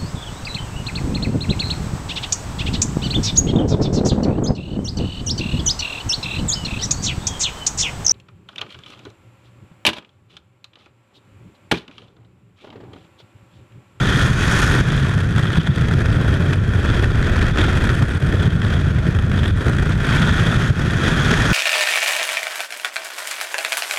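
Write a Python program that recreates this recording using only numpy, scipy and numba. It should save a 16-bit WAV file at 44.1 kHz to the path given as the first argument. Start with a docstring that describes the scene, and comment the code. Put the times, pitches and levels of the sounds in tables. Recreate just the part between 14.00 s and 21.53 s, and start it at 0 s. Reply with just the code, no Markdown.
"""Freefall, heard by a camera worn on the body. It opens in the clean airstream: strong rush, high hiss.
Before 1 s it turns into the body's wake: the hiss sinks, eddies shed by the body thump on the microphone,
torn air rings the cavities of the housing in ragged bursts, a seam half whistles, hard eddies slap.
From about 6 s it faces the clean stream again: the rush steadies, the hiss rises, two hard slaps near 7.3 s.
Noise coloured by spectra and resonances makes the layers; gain control ducks the biggest peaks."""
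import sys
import numpy as np
from scipy import signal
from scipy.fft import rfft, irfft, next_fast_len
from scipy.io import wavfile
from scipy.ndimage import uniform_filter1d
from numba import njit

SR = 44100
rng = np.random.default_rng(int(sys.argv[2]) if len(sys.argv) > 2 else 0)


def dump_mix(stems):
    """Bounce the given channels to the path in sys.argv[1] as a 16-bit WAV at rate SR."""
    frames = np.atleast_2d(stems).T  # one column per channel
    limited = np.clip(frames, -1, 1)  # hard clip at full scale
    pcm = np.round(limited * 32767).astype(np.int16)
    wavfile.write(sys.argv[1], SR, pcm)


N = 332073


def undb(db):
    """Decibels to amplitude gain."""
    return 10 ** (np.asarray(db) / 20)


def unit(x):
    """Scale to rms 1."""
    return x / np.sqrt(np.mean(x ** 2))


def curves(table):
    """Columns of a table, joined by straight lines in time."""
    time_s, *columns = np.transpose(table)
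    return [np.interp(np.arange(N) / SR, time_s, column) for column in columns]


def swells(table):
    """Sum of smooth bumps in dB from rows (centre_s, length_s, height_db, ..); one curve per height."""
    t = np.arange(N) / SR
    total_db = 0
    for centre_s, length_s, *heights_db in table:
        bump_s = centre_s + length_s * np.linspace(-0.5, 0.5, 33)
        bump = np.interp(t, bump_s, np.hanning(33))
        total_db = total_db + np.outer(heights_db, bump)
    return total_db


def colour(x, spectrum, resonances=()):
    """Minimum-phase filter: a smooth spectrum with resonant humps on top; output rms 1."""
    size = next_fast_len(N + SR // 2, True) * 2
    f_hz = np.maximum(np.arange(size // 2 + 1) * SR / size, 1)
    point_hz, point_db = np.transpose(spectrum)
    gain_db = np.interp(np.log(f_hz), np.log(point_hz), point_db)
    for centre_hz, width_hz, lift_db in resonances:
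        gain_db = gain_db + lift_db / (1 + (2 * (f_hz - centre_hz) / width_hz) ** 2)
    # folding the cepstrum onto positive time makes the filter causal
    cepstrum = irfft(np.log(undb(gain_db)))[:size // 2]
    cepstrum[1:] *= 2
    response = np.exp(rfft(cepstrum, size))
    return unit(irfft(rfft(x, size) * response)[:N])


@njit
def resonate(x, hz, damping):
    """State-variable band-pass whose centre moves."""
    y, band, low = np.empty(len(x)), 0., 0.
    for i in range(len(x)):
        g = np.tan(np.pi * hz[i] / SR)
        v = (band + g * (x[i] - low)) / (1 + g * (g + damping))
        band, low, y[i] = 2 * v - band, low + 2 * g * v, v
    return y


def swirl(slow_hz, fast_hz):
    """Random unsteadiness between two rates, rms 1, extremes softly limited."""
    band = signal.butter(1, [slow_hz, fast_hz], "band", fs=SR, output="sos")
    smooth = signal.butter(2, 2 * fast_hz, fs=SR, output="sos")
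    wander = unit(signal.sosfilt(np.vstack([band, smooth]), rng.standard_normal(N)))
    return unit(np.tanh(wander / 2))


def steady(x, span_s):
    """Divide by the running rms: slow swells go, fast ones stay."""
    return x / np.sqrt(uniform_filter1d(x ** 2, int(span_s * SR)) + 1e-9)


def air(strength_db):
    """Turbulent pressure: white noise whose strength follows a curve."""
    return rng.standard_normal(N) * undb(strength_db)


def eddy_train(per_s=420, life_s=0.0086, memory_s=0.05, scatter=0.65):
    """Eddies drift past at random, each a brief swell of turbulence; rms 1."""
    arrivals = (rng.random(N) < per_s / SR) * np.exp(scatter * rng.standard_normal(N))
    age = np.linspace(0, 1, int(life_s * SR))
    push = signal.fftconvolve(arrivals, age ** 2 * (1 - age) ** 3)[:N]
    push = unit(push - uniform_filter1d(push, int(memory_s * SR)))
    return unit(np.tanh(push / 2))


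# how air meets the camera as the body turns; levels before layer trim: time_s, shedding_hz, surge_db, buffet_db
BODY_ANGLE = [(0, 136, -27, -17.5), (.8, 123, -25.5, -17), (1.2, 106, -35, -16), (1.6, 124, -30, -20),
              (2.0, 101.6, -25, -15), (2.5, 112, -31.5, -16.5), (3.0, 102, -23, -17.5), (3.6, 97, -23, -17),
              (3.85, 98, -23.5, -19), (4.2, 106, -28, -17), (4.5, 104, -29.5, -17), (5.0, 92, -30.5, -15.5),
              (5.5, 94, -29, -15.5), (5.9, 98, -27, -17), (6.2, 135, -26, -15), (6.8, 118, -31.5, -17.5),
              (7.53, 133, -25.5, -18)]


def body_angle():
    """The body's attitude sets the eddy shedding rate and the strength of the deep layers."""
    return curves(BODY_ANGLE)


# air tearing past the camera; levels before layer trim: time_s, rush_db, hiss_db, flutter_db
AIRFLOW = [(0, -24.5, -36.5, -26.5), (.22, -22, -30.5, -27), (.4, -24, -32, -27.5), (.6, -20, -26, -28),
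           (.78, -22.5, -32.5, -24), (.92, -27.5, -40, -29), (1.3, -30.5, -45.5, -31),
           (2.2, -30, -51.5, -27), (2.7, -31.5, -52.5, -29), (3.65, -26, -46.5, -25.5),
           (4.15, -30.5, -53.5, -30), (5.0, -34, -53.5, -31), (6.0, -28.5, -45.5, -27.5),
           (6.12, -22.5, -38.5, -26.5), (6.55, -25, -38, -27), (6.85, -29, -41.5, -29),
           (7.1, -24.5, -36, -27), (7.53, -21, -29, -26.5)]
# gusts that swell and ebb: crest_s, length_s, rush_and_hiss_lift_db, flutter_lift_db
GUST_SWELLS = [(1.39, 0.11, 5.5, 2), (1.58, 0.2, 4.5, 3), (2.32, 0.1, 4.5, 2), (2.53, 0.044, 5, 3),
               (2.85, 0.08, 5.5, 5.5), (2.96, 0.21, 3.5, 2.5), (3.035, 0.034, 7.5, 11.5),
               (3.42, 0.35, 1, 0), (3.61, 0.085, 4.5, 4.5), (3.86, 0.097, 2.5, 4.5), (4.02, 0.038, 1, 6),
               (4.33, .06, 1, 8.5), (4.44, 0.19, 3.5, 5), (4.72, 0.28, 4, 3), (5.1, 0.11, 4.5, 5),
               (5.43, 0.23, 1.5, 2.5), (5.68, .08, 3, 7), (7.07, 0.12, 4, 6), (7.32, 0.12, 2.5, 6.5)]
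# lulls where the stream lifts off the housing: lowest_s, length_s, dip_db
LULL_DIPS = [(.33, 0.17, -5), (.85, 0.089, -4.5), (1.28, 0.17, -3), (1.74, 0.16, -1), (2.61, 0.15, -6),
             (3.11, 0.26, -3), (3.53, 0.077, -7.5), (4.195, 0.057, -8), (4.58, 0.13, -3), (5.25, 0.15, -3),
             (5.54, 0.11, -8), (5.96, 0.13, -4.5), (6.74, 0.13, -3)]


def airstream():
    """Rush, hiss and flutter levels and eddy depth; gusty in the wake, smoother in the clean stream."""
    rush_db, hiss_db, flutter_db = curves(AIRFLOW)
    # more hiss: the camera faces the clean stream more squarely, eddies are shallower
    depth_db = np.interp(hiss_db, [-45, -37], [3.9, 1.9])
    gustiness = swirl(slow_hz=5.2, fast_hz=21) * depth_db / depth_db.max()
    gust_db, flap_db = swells(GUST_SWELLS)
    lull_db, = swells(LULL_DIPS)
    rush_db = rush_db + gust_db + lull_db + 1.35 * gustiness
    hiss_db = hiss_db + gust_db + lull_db + 0.8 * gustiness
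    flutter_db = flutter_db + flap_db + lull_db + gustiness
    return rush_db, hiss_db, flutter_db, depth_db


# deep spectrum, relative: freq_hz, level_db
SURGE_SPECTRUM = [(10, -20), (22, 0.5), (45, 5), (65, 5), (100, -3), (200, -57), (600, -88)]


def surge():
    """The largest eddies heave against the microphone."""
    return steady(colour(rng.standard_normal(N), SURGE_SPECTRUM), span_s=0.2)


# rumble spectrum, relative: freq_hz, level_db
BUFFET_SPECTRUM = [(20, -8.5), (50, -3.5), (88, 1), (120, -1), (160, 0), (205, -5.5), (280, -13.5),
                   (500, -27.5), (1200, -70)]


def buffeting(shedding_hz, damping=0.58):
    """Eddies shed by the body at a loose rate: a deep, tumbling rumble."""
    rumble = colour(rng.standard_normal(N), BUFFET_SPECTRUM)
    return steady(resonate(rumble, shedding_hz, damping), span_s=0.1)


# heaviest thumps of the rumble: crest_s, length_s, lift_db
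RUMBLE_THUMPS = [(.27, 0.11, 1), (.81, 0.095, 7), (1.38, .07, 9), (1.59, 0.077, 12), (1.7, .06, 10),
                 (3.052, .03, 8.5), (4.03, 0.032, 10.5), (4.165, 0.028, 2), (4.47, 0.085, 5),
                 (5.12, .03, 1), (6.71, 0.038, 6.5)]
# stalls in the shedding, where the rumble thins: lowest_s, length_s, dip_db
SHEDDING_STALLS = [(.45, 0.33, -2), (3.56, .08, -12), (4.1, .11, -11), (4.2, 0.052, -14), (5.61, 0.088, -7),
                   (6.04, 0.25, -6), (7.0, 0.099, -6)]


def thumps_and_stalls(throb_db=1.5):
    """Rumble level change: heavy eddies, stalled shedding and a random throb; in dB."""
    throb = throb_db * swirl(slow_hz=6, fast_hz=14)
    return swells(RUMBLE_THUMPS)[0] + swells(SHEDDING_STALLS)[0] + throb


# flapping spectrum, relative: freq_hz, level_db
FLUTTER_SPECTRUM = [(100, -18), (220, 2.5), (300, -1.5), (390, -2), (520, -9), (680, -12), (1000, -30),
                    (2500, -55.5)]


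def flutter(eddies, depth_db=2.0):
    """Smaller eddies flap against the housing."""
    return steady(colour(air(depth_db * eddies), FLUTTER_SPECTRUM), span_s=0.101)


# hiss spectrum, relative: freq_hz, level_db
HISS_SPECTRUM = [(1500, -7), (3000, -1), (4800, -3.5), (6600, -0.5), (7800, -11), (9300, -13), (10300, -14),
                 (12000, -23.5), (15000, -29)]
# cavity resonances of the housing: centre_hz, width_hz, lift_db
HOUSING_CAVITIES = [(1440, 406, 10.5), (1820, 396, 9.5), (2487, 370, 7.5), (3296, 440, 10.5),
                    (3830, 150, 4.5), (4600, 250, 2.5), (7940, 500, 0.5), (9460, 370, 1.5),
                    (11150, 1500, 2.5)]


def hiss(tearing_db):
    """The finest turbulence hisses at the microphone port, through the three highest cavities."""
    return steady(colour(air(tearing_db), HISS_SPECTRUM, HOUSING_CAVITIES[-3:]), span_s=0.087)


# sizzle spectrum, relative: freq_hz, level_db
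SIZZLE_SPECTRUM = [(4000, -28), (7200, -6), (8100, -4), (9200, -4), (10100, -11), (11600, -8.5),
                   (12600, -15), (15000, -32)]
# narrow resonances of the microphone port: centre_hz, width_hz, lift_db
PORT_RESONANCES = [(8100, 350, 8), (9240, 400, 8), (10900, 300, 5), (11650, 400, 0.5)]


def sizzle(tearing_db, share=0.86, spit_db=6):
    """Air grazing the port spits in a thin, high sizzle."""
    strength_db = share * tearing_db + spit_db * swirl(30, 300)
    return steady(colour(air(strength_db), SIZZLE_SPECTRUM, PORT_RESONANCES), span_s=0.32)


# air grazing the port, added to the hiss curve: time_s, sizzle_db
PORT_GRAZE = [(0, -16), (.8, -15), (1.5, -7), (2.5, -4), (3.6, -9), (3.85, 0), (4.2, 1.5), (4.5, -4),
              (5.0, -7.5), (5.5, -4), (5.9, -6.5), (6.2, -10), (7.53, -18)]


def grazing():
    """How strongly the stream grazes the port; in dB."""
    return curves(PORT_GRAZE)[0]


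def seam(tearing_db, ring_hz=3350, damping=0.15, wander=0.022, flicker_db=2.5):
    """Air across a housing seam half whistles, catching and letting go, its pitch unsteady."""
    centre_hz = ring_hz * (1 + wander * swirl(2.5, 29.4))
    jet = air(tearing_db + flicker_db * swirl(7.9, 43))
    ring = resonate(jet, centre_hz, damping)
    return steady(resonate(ring, centre_hz, damping), span_s=0.24)


# spells when air catches the seam: crest_s, length_s, lift_db
SEAM_SPELLS = [(.1, .55, 8.5), (.95, 0.55, 6.5), (1.6, 0.68, 11.5), (2.9, 0.2, 8), (3.6, 0.39, 9),
               (4.45, 0.4, 7.5), (4.73, 0.31, 7), (5.45, 0.36, 10.5), (6.35, 1, 7), (7.2, 0.89, 6)]


def seam_catch(base_db=-15.5):
    """Seam ring added to the rush curve: faint between spells, lifted during them; in dB."""
    return base_db + swells(SEAM_SPELLS)[0]


# torn-air spectrum, relative: freq_hz, level_db
RUSH_SPECTRUM = [(200, -1.5), (600, -3), (1000, -1), (1600, -2.5), (2100, -6.5), (2850, -10.5),
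                 (4100, -13.5), (6500, -17), (9000, -26), (12000, -34.5), (15000, -72)]


def rush(tearing_db, share=0.42, shift_db=1.0):
    """Torn air rings the housing cavities, now the deeper ones, now the higher."""
    cavities = colour(air(share * tearing_db), RUSH_SPECTRUM, HOUSING_CAVITIES)
    deeper = signal.sosfiltfilt(signal.butter(4, 1620, fs=SR, output="sos"), cavities)
    lean = undb(shift_db * swirl(2.0, 71))
    return steady(deeper * lean + (cavities - deeper) / lean, span_s=0.08)


# single hard eddies that slap the housing; levels before trim: start_s, level_db
HARD_EDDIES = [(0.6244, -14), (1.433, -15), (1.502, -13), (1.555, -17), (1.6718, -10.5), (1.7814, -17),
               (2.0564, -13), (2.531, -13), (2.828, -21), (3.042, -10), (3.1547, -17), (3.2258, -10),
               (3.416, -12), (3.5723, -8.5), (3.606, -12), (3.8908, -8.5), (4.023, -11.5), (4.2242, -14.5),
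               (4.3234, -16), (4.617, -13.5), (5.149, -19), (5.1868, -12), (5.315, -13), (5.4405, -15),
               (5.6815, -9), (5.731, -14), (5.954, -21), (7.314, -4), (7.338, -6)]


def slaps(rise_s=0.0018, trim_db=-6):
    """A hard eddy builds in a couple of milliseconds and dies in a few more."""
    t, strength = np.arange(N) / SR, np.zeros(N)
    for start_s, level_db in HARD_EDDIES:
        age = np.maximum(t - start_s, 0) / rise_s
        strength += undb(level_db + trim_db) * age ** 2 * np.exp(2 * (1 - age))
    return strength * colour(rng.standard_normal(N), RUSH_SPECTRUM, HOUSING_CAVITIES)


def hush(lead_s=0.011, width_s=0.0035, lull_db=-5):
    """The flow stalls for a moment ahead of each hard eddy; in dB."""
    t = np.arange(N) / SR
    return lull_db * sum(np.exp(-((t - start_s + lead_s) / width_s) ** 2) for start_s, _ in HARD_EDDIES)


def scene(grain_db=3.0):
    """One eddy train drives flutter, rush, seam, hiss and sizzle over the deep rumble."""
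    shedding_hz, surge_db, buffet_db = body_angle()
    rush_db, hiss_db, flutter_db, depth_db = airstream()
    buffet_db = buffet_db + thumps_and_stalls()
    eddies = eddy_train()
    tearing_db = depth_db * eddies + grain_db * swirl(slow_hz=150, fast_hz=875) + hush()

    rumble = undb(surge_db + 3.5) * surge() + undb(buffet_db) * buffeting(shedding_hz)
    flapping = undb(flutter_db + 1.34) * flutter(eddies)
    port = undb(hiss_db - 3.6) * hiss(tearing_db)
    port += undb(hiss_db + grazing()) * sizzle(tearing_db)
    housing = undb(rush_db + seam_catch()) * seam(tearing_db)
    housing += undb(rush_db + 1.1) * rush(tearing_db)
    return (rumble + flapping + port + housing + slaps())[None]


@njit
def follow(x, attack, release):
    """Peak follower: quick up, slow down; rates per sample."""
    out, level = np.empty(len(x)), 0.
    for i in range(len(x)):
        level += (x[i] - level) * (attack if x[i] > level else release)
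        out[i] = level
    return out


def record(dry, ceiling_db=-7, attack_s=0.00083, release_s=0.1, top_hz=15200):
    """Gain control ducks everything while the followed peak tops the ceiling; a low-pass cuts the top."""
    peak = follow(np.abs(dry[0]), 1 / (attack_s * SR), 1 / (release_s * SR))
    held = dry / np.maximum(peak / undb(ceiling_db), 1)
    return signal.sosfilt(signal.ellip(10, 0.2, 80, top_hz, fs=SR, output="sos"), held)


dry = scene()
out = record(dry)
dump_mix(out)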